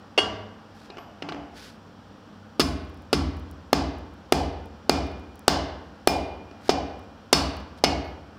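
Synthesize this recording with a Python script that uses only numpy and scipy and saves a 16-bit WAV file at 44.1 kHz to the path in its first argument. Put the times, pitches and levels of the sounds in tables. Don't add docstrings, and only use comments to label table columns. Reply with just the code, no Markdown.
import sys
import numpy as np
from scipy import signal
from scipy.fft import rfft, irfft
from scipy.io import wavfile
from scipy.ndimage import uniform_filter1d

SR = 44100
rng = np.random.default_rng(int(sys.argv[2]) if len(sys.argv) > 2 else 0)


def voltage_ratio(level):
    return 10 ** (np.asarray(level, float) / 20)


def unload_wav(signal):
    wavfile.write(
        sys.argv[1],
        SR,
        np.round(np.clip(np.atleast_2d(signal).T, -1, 1) * 32767).astype(np.int16),
    )


N = 369558


def unit(x):
    return x / np.sqrt(np.mean(x ** 2) + 1e-20)


def at_hz(table, hz, column=1):
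    table = np.array(table)
    return np.interp(np.log(hz), np.log(table[:, 0]), table[:, column])


def coloured(spectrum):
    hz = np.fft.rfftfreq(N, 1 / SR) + 1
    white = rng.standard_normal(N)
    return unit(irfft(rfft(white) * voltage_ratio(at_hz(spectrum, hz)), N))


def wander(samples):
    return unit(uniform_filter1d(rng.standard_normal(N), size=samples))


def clicks(times, db):
    x = np.full(N, 1e-18)
    x[(np.asarray(times) * SR).astype(int)] = voltage_ratio(db)
    return x


def dull(x, hz):
    return signal.sosfilt(signal.butter(2, min(hz, 20000), fs=SR, output="sos"), x)


def bandpass(x, low_hz, high_hz):
    return signal.sosfilt(signal.butter(2, [low_hz, high_hz], "band", fs=SR, output="sos"), x)


def ring(x, modes):
    out = 0
    for hz, db, t60 in modes:
        r, w = voltage_ratio(-60 / (t60 * SR)), 2 * np.pi * hz / SR
        out = out + signal.lfilter([0, voltage_ratio(db) * np.sin(w)], [1, -2 * r * np.cos(w), r * r], x)
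    return out


def swell(times, db, modes):
    t = np.arange(N // 8) / SR
    out = np.zeros(N + len(t))
    spreads = rng.standard_normal((len(times), 3))
    for start, level_db, spread in zip(times, db, spreads):
        i = int(start * SR)
        for (hz, mode_db, t60, rise), e in zip(modes, spread):
            decay = voltage_ratio(level_db + mode_db + 1.2 * e - 60 * t / t60)
            build = (1 - np.exp(-t / rise)) ** 2
            out[i:i + len(t)] += decay * build * np.sin(2 * np.pi * hz * t)
    return out[:N]


def body(x, peaks):
    out = 0
    for k, (hz, width_hz, db) in enumerate(peaks):
        r = np.exp(-np.pi * width_hz / SR)
        gain = (-1) ** k * voltage_ratio(db) * np.sqrt((1 - r * r) / 2)
        poles = [1, -2 * r * np.cos(2 * np.pi * hz / SR), r * r]
        out = out + signal.lfilter([gain, 0, -gain], poles, x)
    return out


# (frequency [Hz], density [dB per Hz])
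FIRE = [(15, -66), (25, -27.5), (60, -8), (82, -17), (100, -8), (125, -14), (216, -1.5), (273, -9),
        (299, -5), (334, -16.5), (506, -11.5), (741, -17.5), (796, -10), (856, -16), (1400, -17),
        (1900, -25.5), (2470, -61.5), (4180, -120)]
BLOWER = [(1120, -30), (1900, -7.5), (2230, -3), (3200, 0), (3780, -5.5), (5780, -5.5), (6230, -16),
          (7260, -16), (10000, -29), (13000, -43.5), (22000, -120)]
FIRE_DB, BLOWER_DB = -48.5, -62.5
MAINS_HZ, MAINS_DB = 98, -55.5
WHINE_HZ, WHINE_DB = 12000, -95


def blower():
    t = np.arange(N) / SR
    waver = voltage_ratio(.4 * wander(5000))
    hum = voltage_ratio(MAINS_DB + 2.8 * wander(3000)) * np.sin(2 * np.pi * MAINS_HZ * t)
    whine = voltage_ratio(WHINE_DB) * np.sin(2 * np.pi * WHINE_HZ * t)
    air = voltage_ratio(FIRE_DB) * coloured(FIRE) + voltage_ratio(BLOWER_DB) * coloured(BLOWER)
    return waver * air + hum + whine


# (frequency [Hz], width [Hz], level [dB])
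CRACK = [(3505, 250, -10), (4365, 1210, -2.5), (5100, 880, -1.5), (6260, 1300, -11.5)]
THUD = [(642, 280, -4.5), (859, 304, -1.5), (480, 203, -5.5)]
KNOCK = [(1135, 226, 0.36), (1650, 370, -2.5), (2027, 270, -3.5), (2926, 400, -2.5)]
SPIT = [(8640, 5400, -5.5), (10730, 1400, -3.5), (14000, 11000, -12.5)]
THUMP = [(392, 75, 0), (280, 90, -5)]
BITE_S = 0.00063
SPIT_SHARE, SPIT_RATTLE = 0.53, 0.41
THUMP_SEND_DB = -6


def contacts(rows, sends):
    t = np.arange(1500) / SR
    drive = np.full((2, 5, N), 1e-18)
    for (s, crack_db, thud_db, knock_db, spit_db, ms), (*send_db, depth_db) in zip(rows, sends):
        phase = t / (ms / 1000)
        bite = np.minimum(t / max(BITE_S, ms / 30000), 1)
        rattle = .1 * np.exp(-t / .009)
        force = bite * np.exp(-phase ** 2) + rattle
        chatter = force * rng.standard_normal(len(t)) * voltage_ratio(2.5 * rng.standard_normal(len(t)))
        push = -np.sin(np.pi * np.clip(t / .0006, 0, 1)) + .3 * chatter
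        spit = chatter * (np.exp(-(phase / SPIT_SHARE) ** 2) + SPIT_RATTLE)
        group_db = [crack_db + 1.5, thud_db + 4.5, knock_db + 3, spit_db + 4, thud_db + depth_db + 3]
        level = voltage_ratio(group_db)[:, None]
        send = voltage_ratio(send_db + [THUMP_SEND_DB])[:, None]
        i = int(s * SR)
        drive[0, :, i:i + len(t)] += level * np.array([chatter, push, chatter, spit, push])
        drive[1, :, i:i + len(t)] += level * send * (0.3 * chatter + 12.5 * (t == 0))
    groups = [(CRACK, 8000), (THUD, 2000), (KNOCK, 4500), (SPIT, 20000), (THUMP, 1200)]
    return sum(dull(body(drive[:, k], peaks), top_hz) for k, (peaks, top_hz) in enumerate(groups))


def touches(rows, colour, send):
    full = [(s, db, *(db + np.array(colour)), ms) for s, db, ms in rows]
    return contacts(full, [send] * len(rows))


# (time [s], level [dB], contact [ms])
DROP = [
    (0.177, -28, 3.2),
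    (0.1789, -24, 2.2),
    (.1832, -23.5, 1.8),
    (0.1883, -25, 5.4),
]
# (thud [dB], knock [dB], spit [dB])
DROP_COLOUR = (-0.64, -4.5, -25)


def drop_contacts():
    return touches(DROP, DROP_COLOUR, (3.2, 1.9, 1.9, 5.0, -1.4))


# (frequency [Hz], level [dB], t60 [s])
TOOL = [(2210, -1, 0.03), (2806, -5.5, 0.39), (2830, 10, 0.043), (2882, 0, 0.26), (3653, -21.5, 0.35),
        (4460, -2, 0.053), (4530, -9, .15), (8376, -27, 0.12), (8861, -22, 0.15), (9540, -29, .15),
        (5290, -24, 0.17), (7700, -36, 0.15), (3273, -7, .2), (12680, -17, .04)]


def dropped_tool():
    s, db = np.transpose(DROP)[:2]
    taps = bandpass(clicks(s + 0.00045, db), 1200, 9000)
    return voltage_ratio(1) * ring(taps, TOOL)


# (time [s], level [dB])
FLOOR_AT = [
    (.181, -31.5),
]
BENCH_AT = [
    (1.223, -42),
    (1.291, -41),
    (1.325, -42.5),
]
# (frequency [Hz], level [dB], t60 [s], rise [s])
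FLOORBOARDS = [(100.6, -4, 0.98, .02), (212.5, 3, 0.87, 0.059), (427, -2, 0.86, .008)]
BENCH = [(161.3, 1, 0.42, 0.0056), (289.2, 4.5, 1, 0.0041), (370, -12, 0.18, 0.0028)]


def wood():
    return swell(*np.transpose(FLOOR_AT), FLOORBOARDS) + swell(*np.transpose(BENCH_AT), BENCH)


# (time [s], level [dB])
SOFT_BOOMS = [
    (0.181, -50),
    (1.289, -56),
]
# (frequency [Hz], level [dB], t60 [s], rise [s])
STUMP = [(62.54, 10, 0.88, 0.023), (69.77, 7.9, 0.97, .035), (82.7, 7, 1.2, 0.032)]


def soft_booms():
    return swell(*np.transpose(SOFT_BOOMS), STUMP)


# (frequency [Hz], level [dB], t60 [s])
HALL = [(108, 1, 0.57), (222, -2, 0.78), (373, -18.5, 1.06), (650, -12.5, 0.84), (1420, -15, 0.88),
        (2590, -16.5, 0.74), (4720, -20.5, 0.57), (8050, -16.5, 0.38), (12000, -24, .28), (16000, -22, 0.4)]
HALL_BUILD_S = .012


def hall(x):
    t = np.arange(int(1.2 * SR)) / SR
    white = rng.standard_normal((2, len(t)))
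    edges_hz = 50 * 2 ** np.arange(0, 8.6, .5)
    echo = 0
    for k, (low, high) in enumerate(zip(edges_hz, edges_hz[1:])):
        hz = np.sqrt(low * high)
        t60 = at_hz(HALL, hz, column=2)
        band = bandpass(white[k % 2], low, high)
        build = 1 - np.exp(-t / (HALL_BUILD_S * (.6 + 600 / hz)))
        decay = voltage_ratio(at_hz(HALL, hz) - 60 * t / t60)
        echo = echo + band * build * decay / np.sqrt(t60 * SR / 14)
    return signal.fftconvolve(x, voltage_ratio(12.5) * echo)[:N]


# (time [s], rise [s], hold [s], fall [s], level [dB])
SLIDES = [
    (.73, 0.023, 0.11, 0.06, -79.5),
    (1.526, 0.041, 0.11, 0.12, -68.5),
    (6.595, .088, .002, 0.0016, -63.5),
    (7.764, .012, .012, .02, -74.5),
]
# (frequency [Hz], density [dB per Hz])
SLIDE = [(880, -31), (1500, 4.5), (2060, -4), (3120, -3), (5020, -1.5), (6310, -10), (14800, -23),
         (16000, -29)]
SLIDE_EDGE_DB = -24.5


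def slides():
    t, gain = np.arange(N) / SR, 0
    for s, rise, hold, fall, db in SLIDES:
        corners = np.cumsum([s, rise, hold, fall])
        shape_db = np.interp(t, corners, [SLIDE_EDGE_DB, 0, 0, SLIDE_EDGE_DB])
        gain = gain + voltage_ratio(db + shape_db) * (t > s) * (t < corners[-1])
    grit = voltage_ratio(2.0 * wander(150))
    return voltage_ratio(19) * gain * grit * coloured(SLIDE)


# (time [s], level [dB], contact [ms])
HANDLING = [
    (0.9003, -50.5, 3.9),
    (0.9698, -49.5, 5.5),
    (0.9814, -50, 9.7),
    (1.222, -41.5, 7.2),
    (1.287, -43.5, 14),
    (1.3206, -46, 9.8),
    (1.3449, -47, 2.9),
    (6.5116, -53.5, 2.7),
]
# (thud [dB], knock [dB], spit [dB])
HANDLING_COLOUR = (1.2, 2.2, -25)


def handling():
    return touches(HANDLING, HANDLING_COLOUR, (3.5, 10.5, 3.4, 1.6, 4.9))


# (time [s], level [dB])
SETTLE_AT = [
    (0.903, -47.5),
    (1.223, -48),
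    (1.29, -44.5),
    (1.323, -46.5),
]
PING_AT = [
    (.984, -61),
    (8.06, -69),
]
# (frequency [Hz], level [dB], t60 [s])
SETTLE = [(2562, -7.5, 0.68), (2415, -5, .2), (3870, 12, 0.017), (4200, 9, 0.024), (4880, -5, .05),
          (5733, -19, .2), (2812, -4, 0.13)]
PING = [(12300, -3, 0.4)]


def pings():
    settling = ring(dull(clicks(*np.transpose(SETTLE_AT)), 4200), SETTLE)
    return ring(clicks(*np.transpose(PING_AT)), PING) + settling


# (time [s], crack [dB], thud [dB], spit [dB], contact [ms])
BLOWS = [
    (2.5955, -23.5, -28.5, -33.5, 12.8),
    (3.1287, -18, -24, -31.5, 6.6),
    (3.7293, -9.5, -14.5, -22.5, 2.96),
    (4.3223, -12.5, -14.5, -22, 4),
    (4.8946, -10, -15, -22.5, 3.3),
    (5.4796, -3, -11.5, -16, 2.45),
    (6.0731, -8.5, -11.5, -13.5, 2.37),
    (6.6923, -19, -14.5, -44.5, 7),
    (7.3281, -6.5, -16, -17, 5.24),
    (7.8384, -8.5, -12.5, -39, 2.7),
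]
# (low head modes [dB], middle head modes [dB], stand [dB], weight on stump [dB])
RINGS = [(-23, -19.5, -19.5, -34), (-26, -27.5, -20.5, -31), (-25.5, -29, -20, -35), (-24, -42, -20.5, -35),
         (-16.5, -40, -22, -35.5), (-33, -62, -23.5, -37), (-13, -22, -26, -38.5), (-20, -30, -24.5, -39),
         (-20, -15.5, -19, -34), (-21, -19.5, -22, -35.5)]
KNOCK_DB, KNOCK_PER_CRACK = -20, 0.77
# (crack [dB], knock [dB], spit [dB])
SEND_DB = (-0.2, -1.5, -4)
SEND_DB_PER_DOUBLING = (5, 3.7, 8.5)
THUD_SEND_DB, THUD_SEND_PER_THUD = -1, -0.27
THUMP_DB, THUMP_PER_STAND = -18.5, -0.26


def blow_contacts():
    s, crack_db, thud_db, spit_db, ms = np.transpose(BLOWS)
    stand_db = np.transpose(RINGS)[2]
    knock_db = KNOCK_DB + KNOCK_PER_CRACK * (crack_db + 11)
    growth_db = np.outer(SEND_DB_PER_DOUBLING, np.log2(ms / 5))
    crack_send, knock_send, spit_send = np.array(SEND_DB)[:, None] + growth_db
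    thud_send = THUD_SEND_DB + THUD_SEND_PER_THUD * (thud_db + 15)
    thump_db = THUMP_DB + THUMP_PER_STAND * (stand_db + 23)
    rows = np.c_[s, crack_db, thud_db, knock_db, spit_db, ms]
    return contacts(rows, np.c_[crack_send, thud_send, knock_send, spit_send, thump_db - thud_db])


# (end [Hz], extra [Hz], glide [s], t60 [s])
SWEEP = (95, 520, .028, 0.18)


def sweep(times, db):
    end_hz, extra_hz, glide, t60 = SWEEP
    t = np.arange(N // 30) / SR
    turns = end_hz * t + extra_hz * glide * (1 - np.exp(-t / glide))
    thud = voltage_ratio(-60 * t / t60) * (1 - np.exp(-t / 0.011)) * np.sin(2 * np.pi * turns)
    return signal.fftconvolve(clicks(times, db), thud)[:N]


# (frequency [Hz], level [dB], t60 [s], rise [s])
STAND = [(268, 5.5, 0.057, 0.00087), (190.6, -9, 0.3, 0.0087), (150.2, -10.5, 0.38, 0.01)]
WALLS = [(254.7, 6.5, 0.87, 0.021), (309.4, 1.5, 0.97, 0.066), (146, 4.5, 1, 0.014)]


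def stand_and_stump():
    s = np.transpose(BLOWS)[0] + .0008
    stand_db, stump_db = np.transpose(RINGS)[-2:]
    stand = swell(s, stand_db + 2.0, STAND) + sweep(s, stump_db + 18)
    return stand, swell(s, stump_db, STUMP) + swell(s, stump_db - 5, WALLS)


# (frequency [Hz], level [dB], t60 [s])
HEAD_LOW = [(2415, -3, .3), (2417, -12, 1.1), (2429, -14, 1.1), (2972, -19, 1.0), (2175, -20, .9)]
HEAD_MID = [(5208, -2, .17), (6010, -18, .22)]
HEAD_HIGH = [(14340, -5, .17), (15415, -11, .18)]
HIGH_RING_DB, HIGH_RING_PER_SPIT = -45, 1.35


def head():
    s, spit_db = np.transpose(BLOWS)[[0, 3]]
    low_db, mid_db = np.transpose(RINGS)[:2]
    high_db = HIGH_RING_DB + HIGH_RING_PER_SPIT * (spit_db + 25)
    s = s + 0.0024
    low = ring(clicks(s, low_db - 15.5), HEAD_LOW)
    mid = ring(clicks(s, mid_db - 1), HEAD_MID)
    return low + mid + ring(clicks(s, high_db - 6), HEAD_HIGH)


# (time [s], level [dB], contact [ms])
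SKIPS = [
    (2.6002, -19.5, 18.4),
    (3.134, -28.5, 21),
    (6.697, -30, 23),
    (7.8425, -18, 7.6),
]
# (thud [dB], knock [dB], spit [dB])
SKIP_COLOUR = (-20, -12, -15)


def skips():
    return touches(SKIPS, SKIP_COLOUR, (.1, .1, .1, .1, 0.18))


# (time [s], peak level [dB])
FLAKES = [(2.8514, -60), (2.8973, -58), (2.9442, -57), (2.9744, -59), (3.0215, -57), (3.369, -53),
          (3.3972, -53), (3.5128, -45.5), (3.985, -55), (4.1395, -58), (4.6583, -53), (5.0694, -57),
          (5.1178, -59), (5.1966, -59), (5.3567, -49), (5.3932, -42.5), (6.5114, -75), (6.993, -55),
          (7.0394, -66), (7.568, -45.5), (7.6026, -56), (7.9897, -62), (8.0512, -55)]


def flakes():
    tick = rng.standard_normal(120) * np.exp(-np.arange(120) / 30.0)
    ticks = np.convolve(clicks(*np.transpose(FLAKES)), tick)[:N]
    return voltage_ratio(4.5) * signal.sosfilt(signal.butter(2, 6500, "high", fs=SR, output="sos"), ticks)


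# (time [s], low modes [dB], high modes [dB])
FACE_AT = [
    (7.331, -34, -23),
    (7.841, -24.5, -36),
]
# (frequency [Hz], level [dB], t60 [s])
FACE_LOW = [(2175, -3, .22), (2205, -7, .2), (2552, -11, .25), (2826, -5, .25), (2900, -8, .22),
            (3000, -10, .2)]
FACE_HIGH = [(3660, -10, 0.38), (4417, -3, 0.26), (4530, -16, 0.24), (4640, -6, .25), (5440, -2.5, .2)]


def face():
    s, low_db, high_db = np.transpose(FACE_AT)
    return ring(clicks(s, low_db), FACE_LOW) + ring(clicks(s, high_db), FACE_HIGH)


FACE_SEND_DB, RINGING_SEND_DB, STAND_SEND_DB = -0.5, -11, -8.5


def scene():
    near, far = sum(np.array(f()) for f in (drop_contacts, handling, blow_contacts, skips))
    ringing = dropped_tool() + pings() + head()
    stand, boom = stand_and_stump()
    stand = stand + wood()
    bare = face()
    far = far + voltage_ratio(RINGING_SEND_DB) * ringing + voltage_ratio(FACE_SEND_DB) * bare + voltage_ratio(STAND_SEND_DB) * stand
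    close = near + ringing + bare + stand + boom + soft_booms() + flakes() + slides()
    return (close + hall(far) + blower())[None]


def band_limit(x):
    return signal.sosfilt(signal.butter(12, 17090, fs=SR, output="sos"), x)


MIC_HISS_DB, CEILING, CUTOFF_HZ = -78.5, .68, 17100


def record(dry):
    x = dry + voltage_ratio(MIC_HISS_DB) * rng.standard_normal(dry.shape)
    x = signal.sosfilt(signal.butter(3, 42, "high", fs=SR, output="sos"), x)
    x = x / (1 + (x / CEILING) ** 4) ** .25
    x = signal.sosfilt(signal.cheby2(10, 60, CUTOFF_HZ, fs=SR, output="sos"), x)
    return band_limit(x)


dry = scene()
out = record(dry)
unload_wav(out)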